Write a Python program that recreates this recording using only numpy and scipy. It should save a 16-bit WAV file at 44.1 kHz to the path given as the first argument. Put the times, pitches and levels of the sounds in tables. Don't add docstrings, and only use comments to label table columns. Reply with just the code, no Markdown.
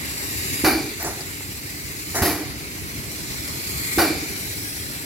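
import sys
import numpy as np
from scipy import signal
from scipy.fft import irfft
from scipy.io import wavfile

SR = 44100
rng = np.random.default_rng(int(sys.argv[2]) if len(sys.argv) > 2 else 0)


def put_to_file(sound):
    columns = np.atleast_2d(sound).T
    safe = np.clip(columns, -1, 1)
    whole_steps = np.round(safe * 32767)
    wavfile.write(sys.argv[1], SR, whole_steps.astype(np.int16))


N = 222689
EDGE_HZ = 15950
TIME, FREQ = np.arange(N) / SR, np.fft.rfftfreq(2 ** 18, 1 / SR)

# start_s, blast_db, full_flow_s, fall_t60_s, valve_thump_db, valve_pitch_hz,
# frame_thud_db, port_resonance_hz, brightness_db_per_octave, wait_until_rebound_s, rebound_db,
# shell_db, down (stroke: 0 up, 1 down)
BIG_PUMP_STROKES = [(0.6443, -15, 0.031, 0.42, -12, 316, -19, 810, -0.9, 0.025, -13.5, 0.5, 0),
                    (2.22, -18.5, 0.051, 0.45, -30, 286, -12.5, 706, 1.5, 0.107, -21.5, -6, 1),
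                    (3.982, -15.5, 0.039, 0.38, -12, 341, -20, 658, -1, 0.039, -16, -0.5, 0)]
# frequency_hz, likeness
JET_LIKENESS = [(100, .98), (1400, .95), (2300, .82), (3400, .5), (5000, .76), (8500, .42), (11000, .85),
                (15500, .76)]


def amp(db):
    return 10 ** (np.asarray(db) / 20)


def unit(x):
    return x / np.sqrt(np.mean(x ** 2) + 1e-20)


def read(points, hz):
    f, value = np.transpose(points)
    return np.interp(np.log(hz + 1), np.log(f + 1), value)


def wander(rate, count=24):
    knots = np.arange(0, N + 64, 64) / SR
    wave = sum(
        np.sin(2 * np.pi * (f * knots + rng.random()))
        for f in np.geomspace(rate / 10, rate, count)
    )
    return unit(np.interp(TIME, knots, wave))


def patches(shape, rows, columns):
    a, b = np.fft.fftfreq(shape[0])[:, None], np.fft.fftfreq(shape[1])
    smooth = np.exp(-(a * rows) ** 2 - (b * columns) ** 2)
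    return unit(np.fft.ifft2(np.fft.fft2(rng.standard_normal(shape)) * smooth).real)


def air(gain, same, phase=0):
    a, b, c, d = rng.standard_normal((4, len(FREQ)))
    same = np.clip(same, 0, 1)
    left = a + 1j * b
    unlike = c + 1j * d
    right = same * left * np.exp(-1j * phase) + np.sqrt(1 - same ** 2) * unlike
    spectrum = np.array([left, right]) * gain * (FREQ < EDGE_HZ)
    return unit(irfft(spectrum)[:, :N])


def burst(s, rise, hold, t60):
    t = TIME - s
    opening = np.clip(t / max(rise, 1e-4), 0, 1)
    return opening * amp(-60 * np.maximum(t - hold, 0) / t60)


def ring(s, hz, rise, t60):
    return np.sin(2 * np.pi * hz * (TIME - s)) * burst(s, rise, rise, t60)


def band(hz, width):
    return 1 / (1 + ((FREQ - hz) / width) ** 2)


def delayed(x, s):
    return np.pad(x, ((0, 0), (round(s * SR), 0)))[:, :N]


def rumble(lump_db=3.0, lag_s=0.00034, waver=0.0052):
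    # frequency_hz, level_db
    rumble_colour = [(20, -39), (35, -17), (60, -2), (95, -2), (140, -3), (200, -8), (290, -6), (400, -10),
                     (500, -17)]
    # frequency_hz, likeness
    rumble_likeness = [(30, 0.54), (100, 0.79), (400, 0.91)]
    # time_s, level_db
    rumble_course = [(0, -37.5), (.55, -32.5), (.95, -38.5), (1.8, -39), (2.7, -36.5), (3.9, -35.5),
                     (5.05, -38)]
    # pitch_hz, level_db (rms)
    machine_tones = [(98, -48), (297, -50.5), (393, -56), (2000, -58.5)]
    colour = amp(read(rumble_colour, FREQ)) / (1 + (FREQ / 620) ** 8)
    noise = air(colour, read(rumble_likeness, FREQ), 2 * np.pi * FREQ * lag_s)
    deep = signal.sosfiltfilt(signal.butter(2, 170, fs=SR, output="sos"), noise)
    low = deep * amp(lump_db * wander(22)) + noise - deep
    tones = np.zeros(N)
    for hz, db in machine_tones:
        cycles = np.cumsum(hz * (1 + waver * wander(8))) / SR
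        tones += amp(db) * np.sqrt(2) * np.sin(2 * np.pi * cycles)
    return low * amp(np.interp(TIME, *np.transpose(rumble_course))) + tones


def hiss(lag_s=0.000333, body_db=5.5, fizz_db=6, top_db=2, flicker_db=0.67, grain_db=2.61, swirl_same=0.36, size=1024):
    # time_s, body_level_db, treble_level_db
    air_flow = [(0.0, -37, -38), (0.6, -33.5, -32), (0.76, -37, -39), (1.03, -39.5, -40.5),
                (1.93, -40, -39.5), (2.25, -39, -36.5), (2.43, -39.5, -43.5), (2.8, -39.5, -41),
                (3.59, -36, -37), (3.95, -33.5, -32.5), (4.11, -35, -38), (4.43, -36.5, -35.5),
                (5.05, -38.5, -39)]
    # frequency_hz, level_db
    hiss_colour = [(600, -3.5), (950, -6), (1550, -2.5), (2200, 4.5), (3100, -6), (4300, 1.5), (6400, -4.5),
                   (7500, 2.1), (8800, -7.5), (10500, -1.5), (12400, -3.5), (14200, -7), (15600, -11)]
    # frequency_hz, likeness
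    hiss_likeness = [(600, .74), (1400, .62), (2600, .3), (7500, .32), (12000, .3), (15500, .12)]
    # time_s, delay_s
    roof_bounce = [(0, .00103), (.55, .00108), (2.9, .00096), (3.45, .00091), (3.97, .00093),
                   (4.15, .00136), (4.7, .00123), (5.05, .00121)]
    calm_db = -39.5
    comb_db, comb_growth = 0.77, 0.21
    swirl_db, swirl_growth = 1.15, 0.11
    contrast, contrast_growth = 0.84, 0.043
    drain_db, refill_s = 5, 0.45

    low_cut = FREQ ** 4 / (FREQ ** 4 + 450 ** 4)
    colour = amp(read(hiss_colour, FREQ)) * low_cut
    noise = air(colour, read(hiss_likeness, FREQ), 2 * np.pi * FREQ * lag_s)
    hz, t, z = signal.stft(noise, SR, nperseg=size, noverlap=size * 3 // 4)
    hz = hz[:, None]

    s, *levels = np.transpose(air_flow)
    body, fizz = (np.interp(t, s, level) for level in levels)
    force = np.maximum(fizz - calm_db, 0)
    drained = sum((t > s) * np.exp(-abs(t - s) / refill_s) for s, *_ in BIG_PUMP_STROKES)
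    high, highest = (1 / (1 + (edge / (hz + 1)) ** 12) for edge in (6000, 13500))
    db = (1 - high) * (body + body_db) + high * (fizz + fizz_db)
    db = db + highest * (top_db - drain_db * drained)

    relief_db = read(hiss_colour, hz) - np.mean(hiss_colour, axis=0)[1]
    db = db + (contrast + contrast_growth * force - 1) * relief_db
    bounce_s = np.interp(t, *np.transpose(roof_bounce))
    db = db + (comb_db + comb_growth * force) * np.cos(2 * np.pi * hz * bounce_s)

    shared, *own = (patches(db.shape, 24, 90) for _ in range(3))
    grain = np.array([patches(db.shape, 3, 12) for port in z])
    swirl = np.sqrt(swirl_same) * shared + np.sqrt(1 - swirl_same) * np.array(own)
    db = db + (swirl_db + swirl_growth * force) * swirl + grain_db * grain
    out = signal.istft(z * amp(db), SR, nperseg=size, noverlap=size * 3 // 4)[1][:, :N]
    return out * amp(flicker_db * wander(50))


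def feed_pumps(same=0.67, whistle_width_hz=400, whistle_db=6, likeness=0.97):
    # start_s, level_db, rise_s, full_flow_s, fall_t60_s, brightness_db_per_octave, whistle_hz
    valve_puffs = [(0.998, -30, .003, 0.029, 0.16, -0.9, 13550),
                   (1.043, -26, 0.0042, 0.034, 0.31, -1.9, 9600),
                   (1.172, -38, 0.018, 0.05, .15, -0.5, 4230), (2.143, -25, 0.005, 0.038, 0.98, -1.5, 1900),
                   (2.15, -25, 0.005, 0.031, 0.16, 0.5, 12000)]
    # frequency_hz, level_db
    puff_colour = [(200, -16.5), (380, -2.5), (520, -17), (720, -6), (1100, -14.5), (1900, -10.5),
                   (3300, -32), (5200, -13), (7400, -13.5), (8700, -21), (10200, -13.5), (13500, -24.5),
                   (15500, -13)]
    # start_s, level_db, pitch_hz, fall_t60_s
    linkage_knocks = [(1.027, -23.5, 13400, 0.041), (1.048, -29.5, 7440, 0.07), (1.206, -28.5, 4800, 0.041),
                      (1.407, -30.5, 780, 0.015)]
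    out = np.zeros((2, N))
    phase = -2 * np.pi * FREQ * 4 / SR
    for s, db, rise, hold, t60, bright, hz in valve_puffs:
        tilt_db = bright * np.log2(FREQ / 2000 + 0.083)
        colour = amp(read(puff_colour, FREQ) + tilt_db + whistle_db * band(hz, whistle_width_hz))
        jet = air(colour, likeness * read(JET_LIKENESS, FREQ), phase)
        out += amp(db) * burst(s, rise, hold, t60) * jet
    for s, db, hz, t60 in linkage_knocks:
        out += amp(db) * burst(s, 0.00056, 0.00094, t60) * air(band(hz, 330), same)
    return out


def rebounds(s, db, count=2):
    pitch_hz, rise_s, t60_s, gap_s, loss_db = 322.7, 0.0049, 0.078, 0.081, 3
    return sum(
        amp(db - k * loss_db) * ring(s + k * gap_s, pitch_hz, rise_s, t60_s)
        for k in range(count)
    )


def muffler_shell(same=0.96):
    # pitch_hz, width_hz, level_db, fall_t60_s
    shell_modes = [(293, 83, -28.5, 0.71), (412, 73, -34.5, 1.05), (762, 7.1, -43.5, 0.89),
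                   (2344, 150, -30, 0.58), (4600, 880, -33, 0.78)]
    out = np.zeros((2, N))
    for hz, width, db, t60 in shell_modes:
        blows = sum(
            amp(shell_db) * burst(s, 0.006, 0.097, t60)
            for s, *_, shell_db, _ in BIG_PUMP_STROKES
        )
        out += amp(db) * blows * air(band(hz, width / 2), same)
    return out


def exhaust(rise=0.0015, flutter_db=0.36, valve_lead_s=0.00706, valve_rise=0.0023, valve_t60=0.095, thud_hz=85,
            thud_t60=0.093, sharpness=1.32, port_db=4, port_width_hz=45, ripple_db=0.2):
    # frequency_hz, level_db
    up_colour, down_colour = [(60, -19), (180, -21), (320, -6), (520, -11.5), (720, -4), (1000, -14),
                              (1500, -9), (2100, -12.5), (3100, -20), (4700, -14.5), (8500, -26),
                              (11000, -9.5), (13300, -10), (15500, -17)], [(40, -19), (90, -16), (170, -8), (320, 3.5), (540, -7.5),
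                                          (750, -3), (1000, -11), (1600, -12.5), (3200, -19), (4800, -16.5),
                                          (7600, -23), (9000, -27), (11000, -12), (15500, -22.5)]
    # frequency_hz, width_hz, lift_db
    up_passages, down_passages = [(320, 50, 3), (791, 35, 2), (1120, 55, 5), (1510, 80, 3), (1610, 45, 2),
                                  (1940, 70, 3), (2303, 70, 5), (2394, 60, 5), (2950, 110, 4),
                                  (3330, 400, -6), (3779, 70, 5), (4570, 230, 4), (11100, 250, 3)], [(420, 60, 2), (1125, 100, 6), (1500, 90, 4),
                                                       (1950, 260, 7), (2950, 100, 3), (3500, 300, -3),
                                                       (3785, 80, 4), (4600, 200, 3), (5130, 120, 4),
                                                       (11950, 250, 3)]
    # frequency_hz, lead_rad
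    up_phase, down_phase = [(600, .1), (1500, -.3), (2500, -.45), (3100, -1.3), (4200, -.1), (6000, 0),
                            (7500, -2.2), (9000, -.8), (11000, -2.3), (15500, -2.5)], [(800, .1), (2200, -.25), (3200, -1), (4700, .8), (6000, .6),
                                              (7500, -.8), (9500, .8), (11500, -.3), (13500, -2.5),
                                              (15500, .4)]
    out = np.zeros((2, N))
    for (s, db, hold, t60, valve_db, valve_hz, thud_db, port_hz, bright,
         wait, rebound_db, _, down) in BIG_PUMP_STROKES:
        if down > .5:
            colour, passages, phase = down_colour, down_passages, down_phase
        else:
            colour, passages, phase = up_colour, up_passages, up_phase
        lift_db = sum(sharpness * lift * band(hz, width / 2) for hz, width, lift in passages)
        lift_db = lift_db + port_db * band(port_hz, port_width_hz)
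        tilt_db = bright * np.log2(FREQ / 1000 + 1)
        ripple = ripple_db * patches((2, len(FREQ)), 0, 880) * FREQ / (FREQ + 2000)
        gain = amp(read(colour, FREQ) + lift_db + tilt_db + ripple)
        jet = air(gain, read(JET_LIKENESS, FREQ), read(phase, FREQ))
        out += jet * amp(db + flutter_db * wander(150)) * burst(s, rise, hold, t60)
        out += amp(valve_db) * ring(s - valve_lead_s, valve_hz, valve_rise, valve_t60)
        out -= amp(thud_db) * ring(s - .004, thud_hz, 0.004, thud_t60)
        out += rebounds(s + wait, rebound_db)
    return out + muffler_shell()


def rooftop(x, echo_s=.125, echo_db=-13, dull_hz=600):
    dull = signal.sosfilt(signal.butter(2, dull_hz, fs=SR, output="sos"), x)
    return x + amp(echo_db) * delayed(dull, echo_s)


def scene(right_lift=0.15):
    pumps = rooftop(exhaust() + feed_pumps())
    low = signal.sosfiltfilt(signal.butter(2, 550, fs=SR, output="sos"), pumps)
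    return pumps + right_lift * low * np.array([[-1], [1]]) + hiss() + rumble()


def record(dry):
    dry = signal.sosfilt(signal.butter(2, 28, "highpass", fs=SR, output="sos"), dry)
    upper_limit = signal.firwin(511, EDGE_HZ, window=("kaiser", 9), fs=SR)
    return signal.oaconvolve(dry, upper_limit[None], "same", axes=1)


dry = scene()
out = record(dry)
put_to_file(out)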